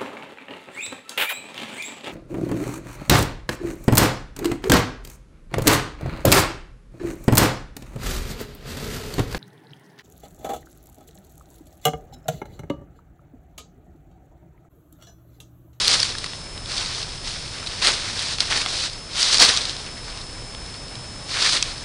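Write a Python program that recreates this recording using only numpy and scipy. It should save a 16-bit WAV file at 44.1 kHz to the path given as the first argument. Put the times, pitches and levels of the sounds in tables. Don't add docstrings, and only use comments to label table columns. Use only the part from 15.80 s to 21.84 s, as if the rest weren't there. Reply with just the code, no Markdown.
import sys
import numpy as np
from scipy import signal
from scipy.fft import rfft, irfft, next_fast_len
from scipy.io import wavfile
from scipy.ndimage import map_coordinates

SR = 44100
rng = np.random.default_rng(int(sys.argv[2]) if len(sys.argv) > 2 else 0)


def magnitude_from_level(level_db):
    exponent = np.asarray(level_db, float) / 20
    return 10 ** exponent


def put_to_file(sound):
    columns = np.atleast_2d(sound).T
    safe = np.clip(columns, -1, 1)
    whole_steps = np.round(safe * 32767)
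    wavfile.write(sys.argv[1], SR, whole_steps.astype(np.int16))


N = 266570


def unit(x):
    return x / np.sqrt(np.mean(x ** 2) + 1e-20)


def along(points, hz):
    point_hz, value = np.transpose(points)
    return np.interp(np.log(hz + 1), np.log(point_hz + 1), value)


def wobble(rate_hz):
    knots = rng.standard_normal(int(N * rate_hz / SR) + 4)
    return map_coordinates(knots, [np.arange(N) * rate_hz / SR])


def coloured(x, gain):
    n = x.shape[-1]
    m = 2 * next_fast_len(n // 2 + 1024)
    cepstrum = irfft(np.log(gain(np.fft.rfftfreq(m, 1 / SR)) + 1e-6), m)
    cepstrum[..., 1:m // 2] *= 2
    cepstrum[..., m // 2 + 1:] = 0
    response = np.exp(rfft(cepstrum))
    return irfft(rfft(x, m) * response, m)[..., :n]


def place(start_s, sounds):
    where = (start_s * SR).astype(int) + np.arange(sounds.shape[-1])
    return np.bincount(where.ravel(), sounds.ravel(), minlength=N)[:N]


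# freq_hz, density_db_per_hz
HISS_SPECTRUM = [(12, -20), (25, 3), (40, -2.5), (70, -5), (120, -4), (200, -12.5), (400, -15.5),
                 (1000, -19.5), (2000, -29.5), (4000, -24), (6000, -27), (10000, -25.5)]


def camera():
    hiss_db, whine_db, whine_hz = -36, -42.5, 5223.4
    hiss = unit(coloured(rng.standard_normal(N), lambda hz: magnitude_from_level(along(HISS_SPECTRUM, hz))))
    whine = np.sqrt(2) * np.sin(2 * np.pi * whine_hz * np.arange(N) / SR)
    return magnitude_from_level(hiss_db + 0.52 * wobble(2.4)) * hiss + magnitude_from_level(whine_db) * whine


# freq_hz, density_db_per_hz
LEAF_SPECTRUM = [(60, -72), (200, -12.5), (500, -7), (1200, -8.5), (2800, -7.5), (3700, -2), (4500, 0),
                 (5400, -3.5), (7000, -9), (9000, -2.5)]
EDGES_HZ = [1125, 2720, 7000]


def leaf_bands(hz):
    over = [1 / (1 + (edge_hz / (hz + 1)) ** 12) for edge_hz in EDGES_HZ]
    shares = np.array([1 - over[0], over[0] - over[1], over[1] - over[2], over[2]])
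    gains = magnitude_from_level(along(LEAF_SPECTRUM, hz)) * np.sqrt(np.abs(shares))
    return gains / np.sqrt(np.mean(gains ** 2, axis=1, keepdims=True))


# start_s, peak_db
TICKS = [(0.3834, -16.5), (0.777, -23), (0.859, -21), (0.9177, -17), (1.228, -17.5), (1.8635, -20.5),
         (1.8705, -17.5), (2.3925, -13), (2.7657, -19), (3.0688, -24), (3.098, -20), (3.132, -23.5),
         (3.781, -15), (3.809, -15), (3.853, -15), (3.9658, -20), (4.1785, -28), (4.3, -26), (4.375, -20),
         (4.4137, -24), (4.4672, -30), (4.5286, -30), (4.862, -29), (4.9, -30), (4.9413, -27),
         (5.0825, -26), (5.1542, -21), (5.833, -20), (5.98, -22)]
# start_s, peak_db, ring_hz, dull_db
TWIGS = [(0.351, -20, 1700, -1), (0.4424, -12.5, 1250, -3), (0.4618, -20, 3880, 1),
         (0.5332, -22.5, 3570, 2), (1.828, -20.5, 1320, 5), (2.5844, -15, 4480, -6), (2.7244, -12, 950, 6),
         (2.781, -21, 1790, 0), (2.802, -19, 900, 4), (2.8153, -13, 2500, -5), (2.8609, -9.5, 754, 4),
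         (4.0632, -25, 2760, -8), (4.2807, -24.5, 900, -1), (4.748, -24.5, 3230, 0)]
# start_s, peak_db, ring_hz, life_ms
SNAPS = [(0.0454, -10, 4820, 14), (0.0541, -8.5, 3270, 12), (0.0803, 1.5, 4430, 5), (0.1, -11, 3830, 8),
         (0.1297, -7, 3400, 5.2), (0.1438, -6, 4820, 5.2), (0.2013, -6.5, 5100, 19), (0.2293, -5, 4520, 22),
         (0.9705, -17, 4370, 6.5), (0.9794, -11.5, 4650, 17), (1.06, -11.5, 4300, 8),
         (2.0462, -10, 3550, 25), (2.0714, 0, 4660, 5.1), (2.0822, -17, 3600, 7), (2.6045, -3.5, 4570, 14),
         (3.4292, -3.5, 5030, 12), (3.5441, -4, 4310, 15), (3.573, -5.5, 4400, 7), (3.583, -4, 4950, 9.8),
         (3.5994, -3, 4480, 8.5), (3.6517, -10, 4130, 8), (3.6911, -4.5, 4180, 13), (3.7641, -10, 4520, 12),
         (3.7737, -4.5, 3950, 5.7), (3.8956, -10, 4350, 8), (5.6537, -13, 4690, 7.7),
         (5.673, -14, 4520, 11), (5.7319, -12, 4600, 13), (5.7658, -16, 3960, 16), (5.8259, -3.5, 2520, 11)]


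def breaks():
    snap_dull_db, snap_bright_db = -16.5, -11
    twig_bright_db, twig_life_ms = -26, 11
    tick_dull_db, tick_bright_db = -16.5, -9.5
    tick_hz, tick_spread = 4130, 0.08
    tick_life_ms, life_scatter_db = 11, 6
    colour_scatter_db = -1.5

    rows = [(s, db, hz, snap_dull_db, snap_bright_db, ms) for s, db, hz, ms in SNAPS]
    rows += [(*twig, twig_bright_db, twig_life_ms) for twig in TWIGS]
    for start_s, peak_db in TICKS:
        ring_hz = tick_hz * np.exp(tick_spread * rng.standard_normal())
        life_ms = tick_life_ms * magnitude_from_level(life_scatter_db * rng.standard_normal())
        rows.append((start_s, peak_db, ring_hz, tick_dull_db, tick_bright_db, life_ms))

    start_s, peak_db, ring_hz, dull_db, bright_db, life_ms = np.transpose(rows)[..., None]
    dull_db = dull_db + colour_scatter_db * rng.standard_normal(dull_db.shape)
    bright_db = bright_db + colour_scatter_db * rng.standard_normal(bright_db.shape)
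    return start_s, peak_db, ring_hz, dull_db, bright_db, life_ms


def snaps():
    start_s, peak_db, ring_hz, dull_db, bright_db, life_ms = breaks()
    t = np.arange(SR // 20) / SR
    rattle = magnitude_from_level(-60 * t / (life_ms / 1000))
    scatter = magnitude_from_level(-24 - 60 * t / 0.034)
    bursts = (rattle + scatter) * rng.standard_normal((len(start_s), len(t)))
    bursts[:, 0] += 1.8

    def ringing_bands(hz):
        detune = (hz - ring_hz) / (0.05 * ring_hz)
        ring = 1 + 3 / np.sqrt(1 + detune ** 2)
        return ring * leaf_bands(hz)[:, None]

    parts = coloured(bursts, ringing_bands)
    parts /= np.linalg.norm(parts, axis=-1, keepdims=True)
    band_db = np.array([dull_db - 12, dull_db - 0.5, np.zeros_like(dull_db), bright_db])
    sound = np.sum(magnitude_from_level(band_db) * parts, axis=0)
    sound *= magnitude_from_level(peak_db + 1) / np.abs(sound).max(axis=1, keepdims=True)
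    return place(start_s + 0.5 / SR, sound)


def cracks(rate_hz, spread_db, t60_s):
    size_db = np.minimum(spread_db * rng.exponential(size=N), 7)
    hits = (rng.random(N) < rate_hz / SR) * magnitude_from_level(2 * size_db)
    power = signal.lfilter([1], [1, -magnitude_from_level(-120 / (t60_s * SR))], hits)
    return power / power.mean()


def flakes(count, cycles, spread_db):
    when, pitch, size = rng.random((count, 3)).T[..., None]
    hz = 700 + 9000 * pitch
    turns = hz * np.arange(SR // 200) / SR
    size_db = -spread_db * np.log(1 - 0.97 * size)
    decay = magnitude_from_level(size_db - 60 * turns / cycles)
    flicks = decay * np.sqrt(hz) * np.sin(2 * np.pi * turns)
    return unit(place(when * N / SR, flicks))


LAYER_DB = [-16.5, -10, -1.5, -11]
LAYER_PER_DEPTH = [-0.059, 1.0, -0.075, 0.33]


def stirred(t, rows, rise_db_s, fall_db_s):
    settle_db, settle_fall_db_s = -12, 53.5
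    start_s, held_s, crackle_db, depth_db, weight_db = np.transpose(rows)[..., None]
    before_s = np.maximum(start_s - t, 0)
    after_s = np.maximum(t - start_s - held_s, 0)
    fall = magnitude_from_level(-2 * fall_db_s * after_s) + magnitude_from_level(2 * (settle_db - settle_fall_db_s * after_s))
    power = magnitude_from_level(2 * (crackle_db - rise_db_s * before_s)) * fall
    layers_db = LAYER_DB + depth_db * LAYER_PER_DEPTH + weight_db * [1, 0, 0, 0]
    return magnitude_from_level(2 * layers_db).T @ power


# start_s, held_s, crackle_db, depth_db
DRAGS = [(0.0, 0.051, -23, -2), (0.075, 0.073, -20, -1), (0.16, 0.063, -24.5, -0.5),
         (0.255, 0.051, -27.5, -1), (0.36, 0.19, -38.5, -2), (0.9, 0.073, -31, 0),
         (0.975, 0.046, -27.5, 0.5), (1.05, .17, -30.5, -0.5), (1.27, 0.15, -39, 0), (1.47, .04, -31, 0.5),
         (1.53, 0.19, -36, -1.5), (1.75, 0.11, -38.5, 4), (1.9, 0.15, -33, 1.5), (2.1, 0.045, -25, 1.5),
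         (2.19, 0.21, -31, 1.5), (2.39, 0.15, -28.5, -0.5), (2.63, 0.044, -30.5, -2),
         (2.745, .075, -26.5, 3), (2.89, .17, -26.5, -0.5), (3.37, .04, -24, 0), (3.411, .16, -19.5, -2),
         (3.64, 0.033, -22, 2.5), (3.71, 0.065, -29.5, 4), (3.86, 0.05, -36, -4), (4.24, 0.18, -43, 2.5),
         (4.87, 0.11, -48, 3.5), (5.515, 0.022, -30, 1), (5.55, 0.042, -27.5, 5), (5.62, 0.12, -20.5, -4),
         (5.84, 0.068, -36, 1)]
# start_s, held_s, crackle_db, depth_db, soil_weight_db
TREADS = [(0.095, 0.022, -19.5, 1.5, -1), (2.022, 0.011, -21, 2.5, 0.5), (2.044, 0.036, -16, 3, -0.5),
          (2.605, .015, -26.5, 2, 6), (2.707, 0.02, -21, 3.5, 3.5), (2.76, 0.011, -24, 4.5, 2),
          (3.525, 0.017, -20, 0, 3), (3.599, 0.022, -13, -0.5, 3), (3.621, .009, -9, 1.5, 2.5),
          (3.636, 0.01, -16.5, -5, 1), (3.684, 0.01, -17.5, 2.5, 4.5), (3.805, 0.0095, -32, -2, 10.5),
          (5.542, 0.0062, -29, 4, 0), (5.762, 0.011, -22.5, -0.5, -1.5), (5.62, 0.016, -25, 7, 2),
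          (5.648, 0.025, -21.5, 4.5, -5), (5.727, 0.017, -20, 4, -1), (5.79, 0.018, -41, 4, -2)]


def hooves(t):
    still_db, still_depth_db = -46, 7.5
    soil_drag_db = -1
    still = stirred(t, [(0, t[-1], still_db, still_depth_db, still_depth_db)], 0, 0)
    drag_rows = [(*row, row[-1] + soil_drag_db) for row in DRAGS]
    drags = stirred(t, drag_rows, rise_db_s=263, fall_db_s=278.5)
    treads = stirred(t, TREADS, rise_db_s=1400, fall_db_s=500)
    return 10 * np.log10(still + drags + treads)


def rustle():
    t = np.arange(0, N / SR, 1 / 1000)
    levels_db = hooves(t)
    shared = cracks(rate_hz=900, spread_db=5.5, t60_s=0.0059)
    flicks = flakes(count=11000, cycles=7.2, spread_db=4)
    clumps_db = 0.5 * wobble(40) + 0.6 * wobble(130) + 0.6 * wobble(28)
    smooth_shares = [0.49, 0.88, 0.79, 1.0]
    patches_db = [1.5, 1.0, 0.56, 1.6]
    layers = []
    for level_db, smooth, patchy_db in zip(levels_db, smooth_shares, patches_db):
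        scrape = np.sqrt(smooth + (1 - smooth) * shared) * rng.standard_normal(N)
        litter = (scrape + 0.39 * flicks) * magnitude_from_level(clumps_db + patchy_db * wobble(25.15))
        level = magnitude_from_level(np.interp(np.arange(N) / SR, t, level_db))
        layers.append(level * unit(litter))
    parts = coloured(np.array(layers), leaf_bands)
    parts[0] *= magnitude_from_level(-0.12)
    return parts.sum(axis=0)


def scene():
    return (camera() + snaps() + rustle())[None]


def band_limit(x):
    return signal.sosfilt(signal.butter(12, 15800, fs=SR, output="sos"), x)


def record(dry):
    cut_hz, slope_hz = 9980, 200
    m = next_fast_len(N + 4096)
    edge = np.clip((cut_hz + 250 - np.fft.rfftfreq(m, 1 / SR)) / slope_hz, 0, 1)
    narrow = irfft(rfft(dry, m) * edge ** 2, m)[:, :N]
    return band_limit(np.clip(narrow, -1, 1))


dry = scene()
out = record(dry)
put_to_file(out)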